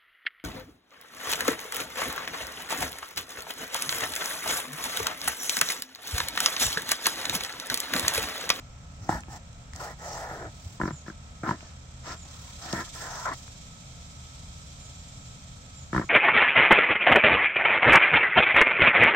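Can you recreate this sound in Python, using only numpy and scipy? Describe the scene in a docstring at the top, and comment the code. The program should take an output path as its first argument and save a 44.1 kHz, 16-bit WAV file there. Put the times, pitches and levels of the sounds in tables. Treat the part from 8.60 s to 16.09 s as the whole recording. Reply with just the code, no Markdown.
"""A long knife saws through barbecued ribs on a wooden board outdoors, close by, over hum and insects.
From the first half second its blade crackles through the crust and scrapes the wood: filtered random clicks.
In places it skips in quick runs of knocks, which are short clicks that ring the wood and the blade.
The insects, throbbing noise, swell loudest near 4 s; then the knife rests until a last stroke after 7 s.
A small bird whistles thinly from 2 s on, and for a moment after 6 s one insect holds a thin note."""
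import sys
import numpy as np
from scipy import signal
from scipy.fft import rfft, irfft, next_fast_len
from scipy.io import wavfile
from scipy.ndimage import uniform_filter1d

SR = 44100
rng = np.random.default_rng(int(sys.argv[2]) if len(sys.argv) > 2 else 0)


def int16_out(signal):
    """Quantize to a 16-bit WAV file."""
    q = np.round(np.clip(np.atleast_2d(signal).T, -1, 1) * 32767)
    wavfile.write(sys.argv[1], SR, q.astype(np.int16))


N = 330309
TIME = np.arange(N) / SR

# strokes of the knife, with levels at the stroke's end, before each layer's own trim:
# (start [s], attack [s], hold [s], release [s], scrape level [dB], drag level [dB], crust level [dB],
#  blade pitch [Hz], blade ring [dB], juicy fizz [dB], upper ring pitch [Hz], upper ring [dB],
#  pitch muted by the contact [Hz], ring of bare wood [dB], drag pitch [Hz])
KNIFE_STROKES = [(0.39, 0.047, 0.05, 0.018, -49, -45, -56.5, 840, 5, -0.5, 1300, -6, 480, -9, 200),
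                 (0.487, 0.0097, 0.048, 0.082, -28.5, -31.5, -42.5, 884, 9.5, 0.5, 1720, 12, 470, -8, 152),
                 (0.67, 0.055, 0.042, 0.021, -40.5, -46, -49, 810, 15, 0, 1740, 8, 480, -18, 200),
                 (1.141, 0.013, 0.035, 0.023, -45, -56, -50, 830, 4, 0.5, 1870, 11, 360, -10, 250),
                 (1.19, 0.017, 0.043, 0.045, -33, -43.5, -42.5, 835, 3, 0.5, 1110, -7, 363, -8, 496),
                 (1.247, 0.035, 0.032, 0.04, -37.5, -45, -50.5, 820, 4, 0.5, 1920, 14, 370, -2, 460),
                 (1.368, 0.093, 0.14, 0.066, -35, -40, -45, 830, 11.5, -0.5, 1800, -7, 1060, -6, 527),
                 (1.59, 0.058, 0.11, 0.1, -35, -40, -51, 774, 4.5, 1.5, 1610, 5, 1070, -12, 513),
                 (1.788, 0.033, 0.04, 0.048, -36.5, -39, -64, 610, 5, 0, 1590, 3, 1160, -9, 373),
                 (1.863, 0.16, 0.14, 0.025, -64, -64, -54.5, 790, 22, 0.5, 1400, -6, 1100, -10, 250),
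                 (2.2, 0.013, 0.062, 0.079, -29.5, -31, -53, 1010, -1, 0, 1660, 0, 840, 2, 260),
                 (2.445, 0.029, 0.021, 0.043, -40.5, -54, -52.5, 1000, 13, -6, 1640, 4, 840, -2, 260),
                 (2.831, 0.0051, 0.035, 0.041, -30, -34, -54, 1010, -3, 0.5, 1440, -0.5, 517, -4, 280),
                 (2.865, 0.02, 0.027, 0.057, -31, -27.5, -46, 990, 9, -5.5, 1710, 4, 520, -7, 279),
                 (2.946, 0.024, 0.12, 0.09, -56, -62, -53, 1100, -3, -14, 1720, 6, 600, -7, 260),
                 (3.426, 0.051, 0.046, 0.056, -35.5, -45, -40.5, 1080, -0.5, -10, 2010, -7, 890, 4, 298),
                 (3.56, 0.17, 0.19, 0.12, -52.5, -78, -55.5, 1100, 11, 4.5, 1920, -2, 810, -4, 280),
                 (3.978, 0.083, 0.055, 0.042, -37, -45.5, -45.5, 695, 6, -2, 1890, -3, 900, -7, 280),
                 (4.124, 0.021, 0.058, 0.047, -28.5, -33.5, -42.5, 970, -6, 2, 1820, 20, 775, 8, 284),
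                 (4.225, 0.043, 0.016, 0.017, -46, -62, -53, 1000, -3, -0.5, 1780, 3, 950, 14, 280),
                 (4.33, 0.022, 0.068, 0.05, -40.5, -52, -42.5, 1030, -11, 0.5, 1780, 7, 1140, 5, 300),
                 (4.398, 0.048, 0.21, 0.016, -35, -52, -45.5, 970, 8, -0.5, 1680, -8, 1150, -8, 450),
                 (4.652, 0.0044, 0.037, 0.014, -25, -41.5, -49.5, 1030, 16, 0, 1250, -2, 460, 5, 557),
                 (4.694, 0.019, 0.017, 0.02, -31, -38, -50, 1090, 14, -3, 1820, 13, 480, 6, 258),
                 (4.715, 0.023, 0.051, 0.16, -59, -66, -53, 1080, 0, 0, 1800, 5, 600, 0, 260),
                 (7.325, 0.016, 0.054, 0.057, -25.5, -28.5, -49, 1030, 6, -2, 1680, 4, 825, 1, 262)]
# the edge knocks on the board, alone or in skipping runs:
# (time [s], level [dB], thud against the level [dB], contact pitch [Hz], ring of the blade [dB])
EDGE_KNOCKS = [(0.4911, -11, -7, 754, 0), (0.511, -28, -9, 865, 7), (0.5255, -21, -20, 900, 14),
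               (0.554, -28, -6, 854, 12), (0.682, -41, 3, 804, 1), (1.7105, -28, -7.5, 776, 3),
               (2.2, -23.5, -1, 986, 6), (2.2136, -14, -8.5, 1420, -17), (2.234, -23.5, 4, 980, -4),
               (2.255, -28.5, 5, 1020, -6), (2.2769, -26.5, 3, 1300, -11), (2.284, -34, -2, 1280, -11),
               (2.3064, -30, 2.5, 990, -8.5), (2.463, -40.5, -2, 1710, 1), (2.4807, -27.5, -2, 1330, -18),
               (2.4997, -31.5, -2, 1580, -1), (2.8336, -24.5, 0, 1310, -17), (2.862, -28, -5, 1380, 7),
               (2.89, -15.5, -6.5, 975, -2), (2.9087, -17, -7, 970, -2), (3.027, -43, -2, 656, 12),
               (3.652, -43.5, -4, 800, 0), (4.132, -24, 3.5, 650, -4), (4.662, -27, -16, 650, 6),
               (4.7164, -27, -13, 1110, -4), (7.330, -18, -4.5, 1300, -12), (7.3468, -18.5, -2, 1015, -2),
               (7.3623, -13.5, -3.5, 1260, -8), (7.378, -14, -2.5, 1033, -7.5),
               (7.3946, -23.5, 4.5, 1640, 4), (7.413, -27.5, 1.5, 1020, -2), (7.424, -36, -3, 1500, -2),
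               (7.439, -38.5, 2.5, 1100, -2)]
# narrow modes of the board, woken by the edge on bare wood: (pitch [Hz], width [Hz], level [dB])
WOOD_MODES = [(714, 70, -8.5), (947, 34, -5.5), (1030, 44, 5.5), (1226, 30, 0), (1340, 82, -3),
              (1710, 41, -2.5), (1860, 42, 2.5), (1975, 26, -1.5), (2203, 25, 7.5), (2316, 27, -2)]
# high modes of the blade: (pitch [Hz], width [Hz], level [dB])
STEEL_MODES = [(5470, 100, 2), (6250, 64, 3), (7460, 200, 0), (7740, 130, -15)]
# left-right likeness of the board's sound: (frequency [Hz], likeness [-1..1])
NEAR_LIKENESS = [(200, 0.99), (700, 0.97), (1100, 0.93), (1800, 0.62), (2700, 0.042), (16000, 0.013)]
# left-right likeness of the background: (frequency [Hz], likeness [-1..1])
FAR_LIKENESS = [(30, 1), (75, 0.97), (135, 1), (280, 0.72), (600, 0.46), (1200, -0.15), (3000, -0.031),
                (16000, -0.11)]


def from_db(db):
    """Decibels to gain."""
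    return 10 ** (np.asarray(db) / 20)


def rms_one(x):
    """Scale to unit rms (average strength)."""
    return x / np.sqrt(np.mean(x ** 2) + 1e-20)


def peak_one(x):
    """Scale to unit peak."""
    return x / (np.abs(x).max() + 1e-20)


def even(x, size):
    """Hold the loudness steady over a window of size samples."""
    return x / np.sqrt(uniform_filter1d(np.mean(x ** 2, axis=0), size=size) + 1e-20)


def in_time(rows):
    """Turn the columns of a timed table into curves, sample by sample."""
    s, *columns = np.transpose(rows)
    return [np.interp(TIME, s, c) for c in columns]


def frequencies(size):
    """The frequencies [Hz] of a spectrum of size samples."""
    return np.arange(size // 2 + 1) * SR / size


def at_hz(points, hz):
    """Read a table of frequencies on a log-frequency axis."""
    f, value = np.transpose(points)
    return np.interp(np.log(hz + 1), np.log(f), value)


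def add(out, s, sound):
    """Mix a sound in at time s."""
    i = max(0, round(s * SR))
    out[:, i:i + sound.shape[-1]] += sound[..., :max(0, N - i)]


def drift(rate):
    """A random curve of rms 1, with rate new random points per second."""
    knots = rng.standard_normal(int(N / SR * rate) + 2)
    return rms_one(np.interp(TIME * rate, np.arange(len(knots)), knots))


def noise():
    """Two channels of plain hiss."""
    return rng.standard_normal((2, N))


def grains(per_s, size_db):
    """Two streams of random clicks of uneven size."""
    sizes = from_db(size_db * np.minimum(rng.exponential(1, (2, N)), 4))
    return (rng.random((2, N)) < per_s / SR) * sizes * rng.choice([-1, 1], (2, N))


def low_pass(x, hz, order=2):
    """Take away what lies above hz (Butterworth filter)."""
    return signal.sosfilt(signal.butter(order, min(hz, .45 * SR), fs=SR, output="sos"), x)


def resonate(x, hz, width_hz):
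    """One resonance, gain 1 on top."""
    r = np.exp(-np.pi * width_hz / SR)
    feed = np.array([1, 0, -1]) * (1 - r * r) / 2
    back = [1, -2 * r * np.cos(2 * np.pi * hz / SR), r * r]
    return signal.lfilter(feed, back, x + 1e-18)


def modes(x, table):
    """Parallel resonances from rows (pitch, width, level)."""
    return sum(from_db(db) * resonate(x, hz, width) for hz, width, db in table)


def glide(x, hz, width_hz):
    """A resonance whose centre follows a curve: shift it down to 0 Hz, smooth, shift back."""
    turn = np.exp(2j * np.pi * np.cumsum(hz) / SR)
    r = np.exp(-np.pi * width_hz / SR)
    return 2 * (turn * signal.lfilter([1 - r], [1, -r], x / turn)).real


def spread(pair, likeness, spectrum=((20, 0), (20000, 0))):
    """Two unrelated signals become left and right, with a colour and a likeness per frequency."""
    size = next_fast_len(pair.shape[-1])
    hz = frequencies(size)
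    mid, side = rfft(pair, size) * from_db(at_hz(spectrum, hz))
    alike = np.clip(at_hz(likeness, hz), -1, 1)
    both = np.sqrt(1 + alike) * mid + np.sqrt(1 - alike) * side * [[1], [-1]]
    return rms_one(irfft(both, size)[:, :pair.shape[-1]])


def strokes():
    """Each stroke presses in, holds and lets go; gives the gains of scrape, drag and crust."""
    press_curve = 1.19   # above 1, pressure comes and goes with a soft foot
    # order: scrape, drag, crust
    # change over a stroke: the drag grows, the crust grows slightly, the scrape holds
    change_db = np.array([[0], [1.5], [0.5]])
    rest_db = [[-76], [-75], [-69]]   # faint rubbing between strokes
    gains = np.zeros((3, N))
    for start, attack, hold, release, *levels_db in np.array(KNIFE_STROKES)[:, :7]:
        length = attack + hold + release
        t = TIME[:int(length * SR)]
        ramps = np.minimum(t / attack, (length - t) / release)
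        press = np.clip(ramps, 0, 1) ** press_curve
        add(gains, start, press * from_db(np.c_[levels_db] + change_db * (t / length - 1.0)))
    return np.hypot(gains, from_db(rest_db))


def contact():
    """Pitches, rings and juiciness of the cut glide from the middle of one stroke to the next."""
    return in_time([(row[0] + row[1] + row[2] / 2, *row[7:]) for row in KNIFE_STROKES])


def board(x, top_hz=2050):
    """The wood passes the push on, rings in its modes and radiates little treble."""
    # resonances of the board on its table: (pitch [Hz], width [Hz], level over the direct sound [dB])
    board_modes = [(119, 41, 13.5), (193, 85, 7), (307.5, 46, 7.5), (627, 130, 5.5), (988, 180, -1.5),
                   (1340, 227, 9), (1700, 28, -5)]
    return low_pass(x + modes(x, board_modes), top_hz, order=10)


def scrape(gain, blade_hz, blade_db, upper_hz, upper_db, node_hz, wood_db):
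    """The edge catches on the grain in dense, tiny slips that ring blade and wood; one pitch is muted."""
    # colour of the slips: (frequency [Hz], level [dB per Hz])
    slip_spectrum = [(200, -52), (350, -16.5), (470, 1), (600, -1.5), (800, 3), (1120, -2), (1500, -4),
                     (1950, -2), (2500, 0), (4000, 11)]
    node_depth, judder_db, trim_db = 0.39, 1.0, -5
    jitter = from_db(0.26 * drift(25))   # the contact point is never still
    slips = spread(grains(per_s=7000, size_db=1.5), NEAR_LIKENESS, slip_spectrum)
    blade = from_db(blade_db) * glide(slips, blade_hz * jitter, width_hz=120)
    upper = from_db(upper_db) * glide(slips, upper_hz * jitter, width_hz=160)
    bare_wood = from_db(wood_db) * modes(slips, WOOD_MODES)
    rasp = board(slips + blade + upper + bare_wood)
    rasp = rasp - node_depth * glide(rasp, node_hz, width_hz=170)
    return gain * even(rasp, size=400) * from_db(judder_db * drift(110) + trim_db)


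def drag(gain, drag_hz, width_hz=240, trim_db=-5.5):
    """The blade drags on the board with a low growl whose pitch follows the contact."""
    slips = spread(grains(per_s=3000, size_db=2.5), NEAR_LIKENESS)
    growl = board(glide(glide(slips, drag_hz, width_hz), drag_hz, width_hz))
    return gain * even(growl, size=1024) * from_db(trim_db)


def bearing(touch_s=0.0091, airborne_db=-9):
    """How firmly the edge bears on the wood: while it skips, it rubs fully only around each knock."""
    # spells in which the edge skips over the wood: (from [s], to [s])
    skip_spells = [(2.195, 2.34), (2.45, 2.52), (2.895, 2.909), (7.325, 7.42)]
    firm, touches, t = np.ones(N), np.zeros((1, N)), TIME[:2 ** 11]
    for start, end in skip_spells:
        firm[(TIME > start) & (TIME < end)] = from_db(airborne_db)
    for s, *_ in EDGE_KNOCKS:
        add(touches, s, np.exp(-(t / touch_s) ** 2))
    return uniform_filter1d(np.maximum(firm, touches[0]), size=64)


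def bend(x, delay_s=0.00149, ref_hz=300):
    """Bending waves: travel time falls with the root of frequency, so the thud follows the crack."""
    size = x.shape[-1]
    phase = 4 * np.pi * delay_s * np.sqrt(ref_hz * frequencies(size))
    return irfft(rfft(x) * np.exp(-1j * phase), size)


def knocks():
    """Each knock cracks on the wood, rings the blade and thuds; crack and thud echo from the far edge."""
    thud_low_hz, thud_hz = 150, 470
    thud_echo_s, thud_echo_db, crack_echo_s, crack_echo_db = 0.0057, -10, 0.0068, -14
    wood_db, steel_db, steel_t60_s = -3, -25, 0.1   # t60: time to fade by 60 dB
    out, t = np.zeros((2, N)), TIME[:2 ** 13]
    click = signal.unit_impulse(len(t))
    push = signal.sosfilt(signal.butter(1, [thud_low_hz, thud_hz], "band", fs=SR, output="sos"), click)
    thud = peak_one(bend(board(low_pass(push, thud_hz))))
    thud = thud + from_db(thud_echo_db) * np.interp(t - thud_echo_s, t, thud)
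    for s, db, heavy_db, hz, ring_db in EDGE_KNOCKS:
        hit = resonate(click, hz, width_hz=1500)
        crack = peak_one(bend(board(hit + from_db(wood_db) * modes(hit, WOOD_MODES))))
        late = crack_echo_s * rng.uniform(0.86, 1.15)
        crack = crack + from_db(crack_echo_db) * np.interp(t - late, t, crack)
        # two resonances in a row: the ring builds up over a few cycles
        ring = peak_one(bend(resonate(resonate(click, hz, 100), hz, 500)))
        blow = peak_one(crack + from_db(ring_db) * ring) + from_db(heavy_db) * thud
        # treble straight from the blade
        burst = rng.standard_normal((2, len(t))) * from_db(-60 * t / steel_t60_s)
        bright = resonate(burst, 2500, 2200)
        steel = peak_one(low_pass(bright + modes(bright, STEEL_MODES), 10000, order=6))
        add(out, s, from_db(db) * (blow + from_db(steel_db) * steel))
    return out


def radiate(x, table):
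    """Each pitch leaves the board with its own lead and balance between left and right."""
    size, apart = next_fast_len(N), np.array([[.5], [-.5]])
    hz, table = frequencies(size), np.array(table)
    lead = at_hz(table[:, [0, 1]], hz)
    balance_db = at_hz(table[:, [0, 2]], hz)
    turned = from_db(apart * balance_db) * np.exp(1j * apart * lead)
    return irfft(rfft(x, size) * turned, size)[:, :N]


def crust(crust_gain, fizz_db):
    """Crust and fibres part in clumps of minute cracks that make the steel sing; juice fizzes above."""
    # colour of the cracks: (frequency [Hz], level [dB per Hz])
    crack_spectrum = [(1500, -11), (2700, -1.5), (3400, -2.5), (4600, 2), (5600, 2.5), (7500, -2.5),
                      (8300, -6.5), (9000, -30), (12000, -45), (16500, -36)]
    # colour of the juice: (frequency [Hz], level [dB per Hz])
    fizz_spectrum = [(5000, -24), (8000, -10), (10000, -16.5), (12500, -17), (14300, -18.5), (16500, -7)]
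    focus_db, clump_db, fizz_trim_db = 8, 1.1, -5.5
    centre_hz = 7380 * 2 ** (0.67 * fizz_db)   # the juicier the cut, the higher it crackles
    cracks = spread(grains(per_s=4000, size_db=2.0), NEAR_LIKENESS, crack_spectrum)
    cracks = cracks + from_db(focus_db) * glide(cracks, centre_hz, width_hz=1300)
    cracks = rms_one(cracks + modes(cracks, STEEL_MODES))
    fizz = spread(noise(), NEAR_LIKENESS, fizz_spectrum) * from_db(fizz_db + fizz_trim_db)
    return (cracks + fizz) * crust_gain * from_db(clump_db * drift(130))


def snaps(tick_t60_s=0.011, edge_t60_s=0.0084, edge_db=-18):
    """A larger flake breaks: a sharp broad edge with a short tick that is duller the lower it is."""
    # bits of crust snap: (time [s], level [dB], pitch [Hz])
    flakes = [(0.365, -53, 8400), (0.491, -32, 5600), (0.606, -34.5, 7240), (0.635, -30, 2100),
              (0.930, -39, 6800), (1.134, -32, 1500), (1.135, -32, 6760), (1.161, -28, 6600),
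              (3.007, -36, 2200), (4.128, -18, 5660), (4.737, -30.5, 7760), (4.879, -35, 1960),
              (7.365, -32, 6600)]
    out, t = np.zeros((2, N)), TIME[:2 ** 11]
    for s, db, hz in flakes:
        burst = rng.standard_normal((2, len(t)))
        tick = resonate(burst * from_db(-60 * t / tick_t60_s), hz, max(hz / 5.3, 1700))
        tick = low_pass(tick, hz * 1.1)
        edge = burst * from_db(-60 * t / edge_t60_s)
        add(out, s, from_db(db) * (peak_one(tick) + from_db(edge_db) * peak_one(edge)))
    return out


def bumps(rise_s=.013):
    """Soft meat pushes the board for a few slow cycles."""
    # ribs and knife push the whole board against the table: (time [s], peak level [dB], pitch [Hz])
    pushes = [(0.41, -32.5, 96), (0.512, -35, 112), (0.548, -28, 63), (0.67, -36, 71.5), (1.132, -37, 84.5),
              (1.86, -37, 106), (2.052, -30, 82), (2.224, -29, 54), (2.32, -32, 134.2), (7.354, -29, 56.4)]
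    out, t = np.zeros((2, N)), TIME[:2 ** 13]
    for s, db, hz in pushes:
        swell = t ** 2 * np.exp(-2 * t / rise_s)
        add(out, s, from_db(db) * peak_one(swell * np.sin(2 * np.pi * hz * t)))
    return out


def insects():
    """Insects merge into a swelling, throbbing hiss, with a thin top layer that rises faster than the rest."""
    # the chorus: (time [s], level [dB], throbs per second [Hz], depth of the throb [dB])
    chorus = [(0, -59.5, 31, 1), (1, -58, 55, 1), (1.7, -54.5, 38, -0.5), (2.1, -55.5, 40, 3),
              (2.7, -56, 34, 0.5), (3.3, -56, 34, 1.5), (3.85, -49.5, 37, 2), (4.2, -45.5, 24, 3.5),
              (4.7, -49, 21.7, 2.5), (5.15, -51.5, 20.3, 0.5), (6.3, -50.5, 22, 1.2), (7.1, -52.5, 23, 1),
              (7.49, -53, 23, 1)]
    # colour of the hiss: (frequency [Hz], level [dB per Hz])
    hiss_spectrum = [(1700, -17), (2300, 4), (2800, -2.5), (3500, 4), (4700, 1), (5600, 5.5), (6600, 4.5),
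                     (7500, 1), (8300, 0), (9000, -11.5), (12000, -55), (16000, -31)]
    # pitches at which the insects crowd: (pitch [Hz], width [Hz], level [dB])
    trill_modes = [(3225, 93, 1), (3920, 930, -9), (7460, 360, 4.5)]
    # colour of the thin high hiss: (frequency [Hz], level [dB per Hz])
    top_spectrum = [(6000, -26), (9000, -5.5), (12500, -5.5), (16000, -14)]
    flutter_db, top_db, top_db_per_db = 0.58, -18, 0.5
    chorus_db, throb_hz, throb_db = in_time(chorus)
    hiss = spread(noise(), FAR_LIKENESS, hiss_spectrum)
    hiss = rms_one(hiss + modes(hiss, trill_modes))
    top = spread(noise(), FAR_LIKENESS, top_spectrum)
    hiss = hiss + top * from_db(top_db + top_db_per_db * (chorus_db - chorus_db.max()))
    throb = np.sin(2 * np.pi * np.cumsum(throb_hz) / SR)
    return hiss * from_db(chorus_db + throb_db * throb + flutter_db * drift(60))


def soloist(hz=7310, width_hz=130):
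    """A single insect stands out of the chorus for a moment: noise through a narrow double resonance."""
    # its thin note: (time [s], level [dB])
    solo = [(6.15, -85), (6.3, -60), (6.7, -57), (6.95, -83)]
    level_db, = in_time(solo)
    note = resonate(resonate(noise(), hz, width_hz), hz, width_hz)
    return from_db(level_db) * rms_one(note)


def bird():
    """A thin, slightly buzzy whistle that arches and falls, blurred by the garden's echoes."""
    # bird calls: (time [s], level [dB], top pitch [Hz])
    calls = [(2.310, -43.5, 7290), (3.561, -42.5, 7400), (6.19, -47, 7300), (7.142, -44, 7360),
             (7.422, -49, 6920)]
    # shape of every call: (time [s], pitch against the top [Hz], gain [0..1])
    call_shape = [(0, -220, 0), (0.01, -80, 0.8), (0.025, 0, 1), (0.048, -120, 0.7), (0.064, -470, 0.75),
                  (0.082, -700, 0.6), (0.092, -780, 0)]
    warble_hz, echo_t60_s, direct_share, echo_share = 70, 0.28, 0.41, 0.98
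    out, t = np.zeros((2, N)), TIME[:2 ** 14]
    arch_hz, swell = (curve[:len(t)] for curve in in_time(call_shape))
    for s, db, hz in calls:
        pitch = hz + arch_hz + warble_hz * drift(385)[:len(t)]
        call = swell * np.sin(2 * np.pi * np.cumsum(pitch) / SR)
        echoes = rng.standard_normal((2, len(t))) * from_db(-60 * t / echo_t60_s)
        blurred = peak_one(signal.fftconvolve(echoes, call[None])[:, :len(t)])
        add(out, s, from_db(db) * (direct_share * call + echo_share * blurred))
    return out


def machine(rumble_db=-47.5, hum_trim_db=-1.0):
    """A distant motor: low rumble of filtered noise with wavering tones."""
    # colour of the rumble: (frequency [Hz], level [dB per Hz])
    rumble_spectrum = [(12, -72), (22, -8.5), (45, -1.5), (80, -2), (102, -5), (123, -3), (177, -9),
                       (196, -11), (294, -17), (319, -33), (399, -26), (576, -19.5), (1110, -25),
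                       (1330, -24.5), (1590, -27), (2600, -29), (3380, -35.5), (5720, -120)]
    # tones of the motor, before the trim: (pitch [Hz], rms level [dB])
    hum_tones = [(75.4, -52), (129.2, -55), (166.9, -59.5), (699.8, -70), (1287, -64), (1346, -69.5)]
    out = from_db(rumble_db) * spread(noise(), FAR_LIKENESS, rumble_spectrum)
    for hz, db in hum_tones:
        # a phase step between left and right gives the tone its likeness
        apart = np.arccos(np.clip(at_hz(FAR_LIKENESS, hz), -1, 1))
        phase = 2 * np.pi * hz * TIME + 0.38 * drift(12) + np.array([[0], [apart]])
        level = np.sqrt(2) * from_db(db + hum_trim_db + 1.97 * drift(7))
        out = out + level * np.sin(phase)
    return out


def scene():
    """Knife and board in front, the garden behind."""
    # the board lies aslant at first; its modes reach the microphones out of step:
    # (frequency [Hz], lead of the left [rad], left minus right [dB])
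    aslant = [(200, 0.5, 0), (900, -0.04, -1.5), (1110, 1.6, 1), (1260, 1.07, 5.5), (1630, 2.5, 2),
              (1870, 1, -4), (2210, 1.7, 1), (2800, -1, 2)]
    # then it lies square to the microphones: (frequency [Hz], lead of the left [rad], left minus right [dB])
    square = [(200, -0.034, 0.5), (600, 0.5, 1), (800, 1, -1.5), (1000, 0.8, 1), (1150, 1.8, 0),
              (1280, -0.55, 5), (1550, -0.64, 2), (1760, -0.31, -3), (1900, 1.74, 2.5), (2800, -0.22, -4)]
    turn_s = 2.15
    scrape_gain, drag_gain, crust_gain = strokes()
    blade_hz, blade_db, fizz_db, upper_hz, upper_db, node_hz, wood_db, drag_hz = contact()
    rubbing = scrape(scrape_gain, blade_hz, blade_db, upper_hz, upper_db, node_hz, wood_db)
    rubbing = rubbing + drag(drag_gain, drag_hz)
    wood = knocks() + bearing() * rubbing
    wood = np.where(TIME < turn_s, radiate(wood, aslant), radiate(wood, square))
    knife = wood + crust(crust_gain, fizz_db) + snaps() + bumps()
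    return knife + machine() + insects() + soloist() + bird()


def record(dry):
    """The two microphones differ in colour; the top is cut steeply."""
    # colour of the left microphone against the right: (frequency [Hz], level [dB])
    mic_balance = [(150, 0), (700, 1), (1200, 0), (2400, -0.5), (3600, -2.5), (5200, 0), (6300, -2.5),
                   (7600, -5.5), (9000, -7.5), (10700, 3.5), (13200, -5.5), (15000, 3)]
    cutoff_hz = 15750
    size = next_fast_len(N)
    sides = from_db(at_hz(mic_balance, frequencies(size)) * np.array([[.5], [-.5]]))
    sides = sides / np.sqrt(np.mean(sides ** 2, axis=0))   # keeps the power of both sides together
    heard = irfft(rfft(dry, size) * sides, size)[:, :N]
    return signal.sosfilt(signal.ellip(12, .1, 90, cutoff_hz, fs=SR, output="sos"), heard)


dry = scene()
out = record(dry)
int16_out(out)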